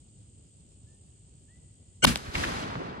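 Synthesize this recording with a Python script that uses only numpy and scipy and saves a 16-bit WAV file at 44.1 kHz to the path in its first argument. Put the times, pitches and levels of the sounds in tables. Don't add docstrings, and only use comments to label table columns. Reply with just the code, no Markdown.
import sys
import numpy as np
from scipy import signal
from scipy.fft import rfft, irfft
from scipy.io import wavfile

SR = 44100
rng = np.random.default_rng(int(sys.argv[2]) if len(sys.argv) > 2 else 0)


def amplitude_ratio(level_db):
    exponent = np.asarray(level_db, float) / 20
    return 10 ** exponent


def to_wav(sig):
    pcm = np.clip(np.atleast_2d(sig), -1, 1) * 32767
    pcm = np.round(pcm).astype(np.int16)
    wavfile.write(sys.argv[1], SR, pcm.T)


N = 132300
T = np.arange(N) / SR

NEAR_S = 2.059
FAR_REF_S = 2.36


def at_hz(points, hz):
    points = np.array(points)
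    return np.interp(np.log(hz), np.log(points[:, 0]), points[:, 1])


def rms_one(x):
    return x / np.sqrt(np.mean(x ** 2) + 1e-20)


def drift(rate):
    r = np.exp(-80 * np.pi * rate / SR)
    slow = signal.lfilter([1], [1, -2 * r, r * r], rng.standard_normal(N // 40 + 2002))[2000:]
    return np.interp(np.arange(N) / 40, np.arange(len(slow)), rms_one(slow))


def resonate(x, hz, width_hz):
    r = np.exp(-np.pi * width_hz / SR)
    ring = [1, -2 * r * np.cos(2 * np.pi * hz / SR), r * r]
    return signal.lfilter([(1 - r * r) / 2, 0, (r * r - 1) / 2], ring, x)


def resonate_twice(x, hz, width_hz):
    return resonate(resonate(x, hz, width_hz), hz, width_hz)


def ports(mid, side):
    return np.array([mid + side, mid - side])


def banded(spectrum, side_db, top_db, patchy_db, t60=None):
    port_lag_s, likeness = 0.43 / 1000, 0.5
    null_hz, null_width_hz = 10100, 1600
    side_top_hz, knee_s = 12000, 0.37
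    hz = np.arange(N // 2 + 1) * SR / N + 1e-3
    mid, own = rfft(rng.standard_normal((2, N)))
    turned = -1j * np.sign(np.sin(2 * np.pi * hz * port_lag_s)) * mid
    apart = likeness * turned + np.sqrt(1 - likeness ** 2) * own
    null = 1 - np.exp(-((hz - null_hz) / null_width_hz) ** 4)
    above, below = hz > 1.05 * spectrum[-1][0], hz < spectrum[0][0]
    colour = amplitude_ratio(at_hz(spectrum, hz) - 60 * above - 30 * below)
    unlike_treble = amplitude_ratio(top_db) * (hz > side_top_hz) / colour
    side = np.maximum(amplitude_ratio(at_hz(side_db, hz)), unlike_treble) * null * apart
    pair = ports(mid, side) * colour / np.sqrt(np.mean(colour ** 2))
    out, together = 0, drift(9)
    for centre in 30 * 2.0 ** np.arange(10):
        db = patchy_db * (0.61 * together + drift(20))
        if t60:
            late = np.clip(T - FAR_REF_S, 0, 9)
            db = db - 60 * late ** 2 / (late + knee_s) / at_hz(t60, centre)
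        octave = np.clip(1 - np.abs(np.log2(hz / centre)), 0, 1)
        out = out + amplitude_ratio(db) * irfft(pair * octave, N)
    return out


def traffic_rumble():
    # pitch in Hz, strength in dB per Hz
    rumble_colour = [(20, -30.5), (55, -3), (100, -0.5), (420, -22), (1000, -40.5), (1700, -45),
                     (9500, -38), (11500, -61)]
    # pitch in Hz, side over mid in dB
    rumble_side = [(60, -16), (110, -12), (200, -9.5), (380, -3), (700, 4), (1290, 1.5), (2380, -1),
                   (4400, 2), (8120, -1.5), (15000, 11)]
    return amplitude_ratio(-56.5) * banded(rumble_colour, rumble_side, top_db=-57, patchy_db=1.5)


def insects():
    # pitch in Hz, width in Hz, level in dB, throbs per second, throb depth from 0 to 1
    choirs = [(8240, 430, -67, 73, 0.31), (7190, 890, -71.5, 64, 0.2), (2990, 1170, -80, 47, 0.22),
              (4550, 870, -86, 50, 0.1)]
    dull = signal.butter(10, 8700, fs=SR, output="sos")
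    out = 0
    for hz, width_hz, db, rate, depth in choirs:
        mid, side = resonate_twice(rng.standard_normal((2, N)), hz, width_hz)
        beats = np.cumsum(rate * (1 + 0.049 * drift(4.8))) / SR
        throb = 1 + depth * np.sin(2 * np.pi * beats)
        side = amplitude_ratio(-1.5) * signal.sosfilt(dull, rms_one(side))
        out = out + amplitude_ratio(db) * throb * ports(rms_one(mid), side)
    return out


def quail():
    # start in seconds, length in seconds, start pitch in Hz, end pitch in Hz, level in dB
    whistles = [
        (.862, 0.11, 1670, 1800, -78),
        (1.478, 0.11, 1643, 2000, -70.5),
    ]
    glide_s, edge_s, sag_db_per_s = 0.027, 0.014, 35
    echo_db, echo_t60_s = -9.5, 3.5
    lean = amplitude_ratio(np.array([[1.5], [-1.5]]))
    out = 0
    for s, length, low_hz, high_hz, db in whistles:
        t = np.clip(T - s, 0, 9)
        pitch_hz = high_hz - (high_hz - low_hz) * np.exp(-t / glide_s)
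        tone = np.sin(2 * np.pi * np.cumsum(pitch_hz) / SR)
        env = np.clip(np.minimum(t, length - t) / edge_s, 0, 1) * amplitude_ratio(-sag_db_per_s * t)
        ring = rms_one(resonate(rng.standard_normal((2, N)), high_hz - 15, 20))
        tail = np.clip(t / length, 0, 1) * amplitude_ratio(echo_db - 60 * t / echo_t60_s)
        out = out + amplitude_ratio(db) * (np.sqrt(2) * env * tone * lean + tail * ring)
    return out


def far_woods():
    # pitch in Hz, strength in dB per Hz
    far_colour = [(25, -8), (60, -1), (241, -5), (728, -15), (1790, -15), (4630, -20), (12000, -33),
                  (13400, -62)]
    # pitch in Hz, side over mid in dB
    far_side = [(60, -8.5), (110, -13), (200, -5.5), (380, -2.5), (700, 7.5), (1290, 6), (2380, -1),
                (4400, 0.5), (8120, 0), (15000, 4.5)]
    # pitch in Hz, time to fall by 60 dB in seconds
    far_t60 = [(40, 1.15), (300, 3.6), (1000, 2.46), (3000, 1.23), (6000, .85), (12000, .38)]
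    return amplitude_ratio(-34) * (T > NEAR_S) * banded(far_colour, far_side, -36, patchy_db=1.0, t60=far_t60)


def near_trees():
    # pitch in Hz, strength in dB per Hz
    near_colour = [(22, -20), (60, -5.5), (245, -4.5), (700, -23.5), (1150, -20), (2480, -18.5),
                   (10500, -29), (16000, -47)]
    # pitch in Hz, side over mid in dB
    near_side = [(60, -9), (110, -7), (200, -8), (380, -5), (700, 4), (1290, 1.5), (2380, -1.5),
                 (4400, -0.5), (8120, 0), (15000, 9)]
    rise_s, hold_s, t60_s = 0.012, 0.022, 0.19
    t = T - NEAR_S
    fall = amplitude_ratio(-60 * np.clip(t - rise_s - hold_s, 0, 9) / t60_s)
    env = np.clip(t / rise_s, 0, 1) ** 2 * fall
    return amplitude_ratio(-23.5) * env * banded(near_colour, near_side, top_db=-34, patchy_db=1.5)


def boom():
    # pitch in Hz, level in dB, time to fall by 60 dB in seconds
    body_modes = [(60.4, -24.5, .3), (124, -31.5, 0.22), (235, -21, .16), (147.4, -31, 0.22)]
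    start_s, rise_s = 2.062, 0.012
    t = np.clip(T - start_s, 0, 9)

    def ringing():
        return sum(amplitude_ratio(db - 60 * t / t60) * np.sin(2 * np.pi * (hz * t + rng.random()))
                   for hz, db, t60 in body_modes)

    mid, side = ringing(), ringing()
    return np.clip(t / rise_s, 0, 1) * ports(mid, amplitude_ratio(-1.5) * side)


def strike():
    # time in seconds, peak in dB, half-wave in ms, right lag in ms
    hit = (2.1582, -8, .1, .07)
    s, db, half_ms, lag_ms = hit
    port_lag_s = np.array([[0], [lag_ms]]) / 1000
    u = (T - s - port_lag_s) / half_ms * 1000
    return -amplitude_ratio(db) * (1 - 2 * u ** 2) * np.exp(-u ** 2)


def swell():
    # pitch in Hz, width in Hz, level in dB
    port_tones = [
        [(1440, 120, -21), (2278, 190, -20.5), (2940, 150, -22), (5330, 150, -33), (6260, 150, -29),
         (7840, 110, -27.5)],
        [(1520, 180, -29), (2900, 180, -21), (3137, 120, -26), (4280, 150, -31), (6216, 150, -25.5),
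         (7800, 110, -24.5)],
    ]
    start_s, end_s, rise_db_per_s, fade_s = 2.021, 2.044, 652, 0.0064
    env = np.clip((T - start_s) / 0.0057, 0, 1) * amplitude_ratio(rise_db_per_s * np.clip(T - end_s, -1, 0))
    env = env * np.exp(-(np.clip(T - end_s, 0, 1) / fade_s) ** 2)
    tones = [sum(amplitude_ratio(db) * rms_one(resonate_twice(rng.standard_normal(N), hz, width_hz))
                 for hz, width_hz, db in port) for port in port_tones]
    return env * np.array(tones)


def bursts():
    # time in seconds, peak in dB, centre pitch in Hz, length in seconds, left lag in ms
    puffs = [(2.0424, -8, 8350, 0.001, 0.0), (2.0445, -14, 3000, .003, .1), (2.049, -2, 800, .0022, .55),
             (2.049, -5, 2900, .003, .17), (2.052, -7, 3450, 0.0013, -0.0026),
             (2.052, -17, 11000, 0.00075, 0.0), (2.170, -31, 3200, .001, 0.37),
             (2.1745, -28, 7000, .001, .1), (2.354, -16, 1870, 0.0023, .1),
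             (2.361, -24.5, 2180, 0.0033, .1), (2.382, -26, 3000, 0.0016, 0.039),
             (2.441, -19, 1810, 0.0044, .1), (2.451, -24.5, 2000, 0.0023, .1),
             (2.7555, -24, 1100, 0.00082, .2), (2.042, -19, 500, 0.0079, 0.36),
             (2.046, -18, 149, .012, 2.06), (2.055, -21.5, 262, 0.0034, 1.8),
             (2.047, -19, 8900, 0.004, 0.0), (2.384, -31.5, 54.6, 0.036, .4),
             (2.158, -25.5, 9050, 0.001, 0.0), (2.1595, -21.5, 707, .0015, 0.36),
             (2.288, -31, 70, .014, 0.27), (2.81, -27.5, 350, 0.014, 0.44), (2.77, -31, 130, .015, 0.34)]
    width, likeness = 0.81, 0.6
    out = np.zeros((2, N))
    t = np.arange(-2000, 2000) / SR
    for s, db, hz, length, lag_ms in puffs:
        shared, left, right = rng.standard_normal((3, len(t)))
        late = np.interp(t - lag_ms / 1000, t, shared)
        pair = np.sqrt(likeness) * np.array([late, shared])
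        pair = pair + np.sqrt(1 - likeness) * np.array([left, right])
        puff = resonate_twice(pair, hz, width * hz) * np.exp(-(t / length) ** 2)
        dull = signal.butter(4, min(3.5 * hz, 15000), fs=SR, output="sos")
        puff = signal.sosfilt(dull, puff)
        i = int(s * SR) - 2000
        out[:, i:i + len(t)] += amplitude_ratio(db) * puff / np.abs(puff).max(axis=1, keepdims=True)
    return out


def scene():
    # time in seconds, gain in dB
    gain_steps = [
        (2.03, 0),
        (2.052, -6),
        (2.056, -30.5),
        (2.19, -25),
        (2.22, -28.5),
        (2.336, -27),
        (2.352, -16),
        (2.6, -16.5),
        (3.0, -16),
    ]
    times, gains = np.transpose(gain_steps)
    gain_db = np.interp(T, times, gains)
    woods = traffic_rumble() + insects() + quail()
    roll = amplitude_ratio(gain_db - np.interp(FAR_REF_S, times, gains)) * far_woods()
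    shot = swell() + bursts() + strike() + boom()
    return amplitude_ratio(gain_db) * woods + roll + near_trees() + shot


def roll_off(x):
    return signal.sosfilt(signal.butter(12, 17150, fs=SR, output="sos"), x)


def record(dry):
    ceiling = 0.97
    rounded = ceiling * np.tanh(dry / ceiling)
    cut = signal.cheby2(12, 60, 16800, fs=SR, output="sos")
    return roll_off(signal.sosfilt(cut, rounded))


dry = scene()
out = record(dry)
to_wav(out)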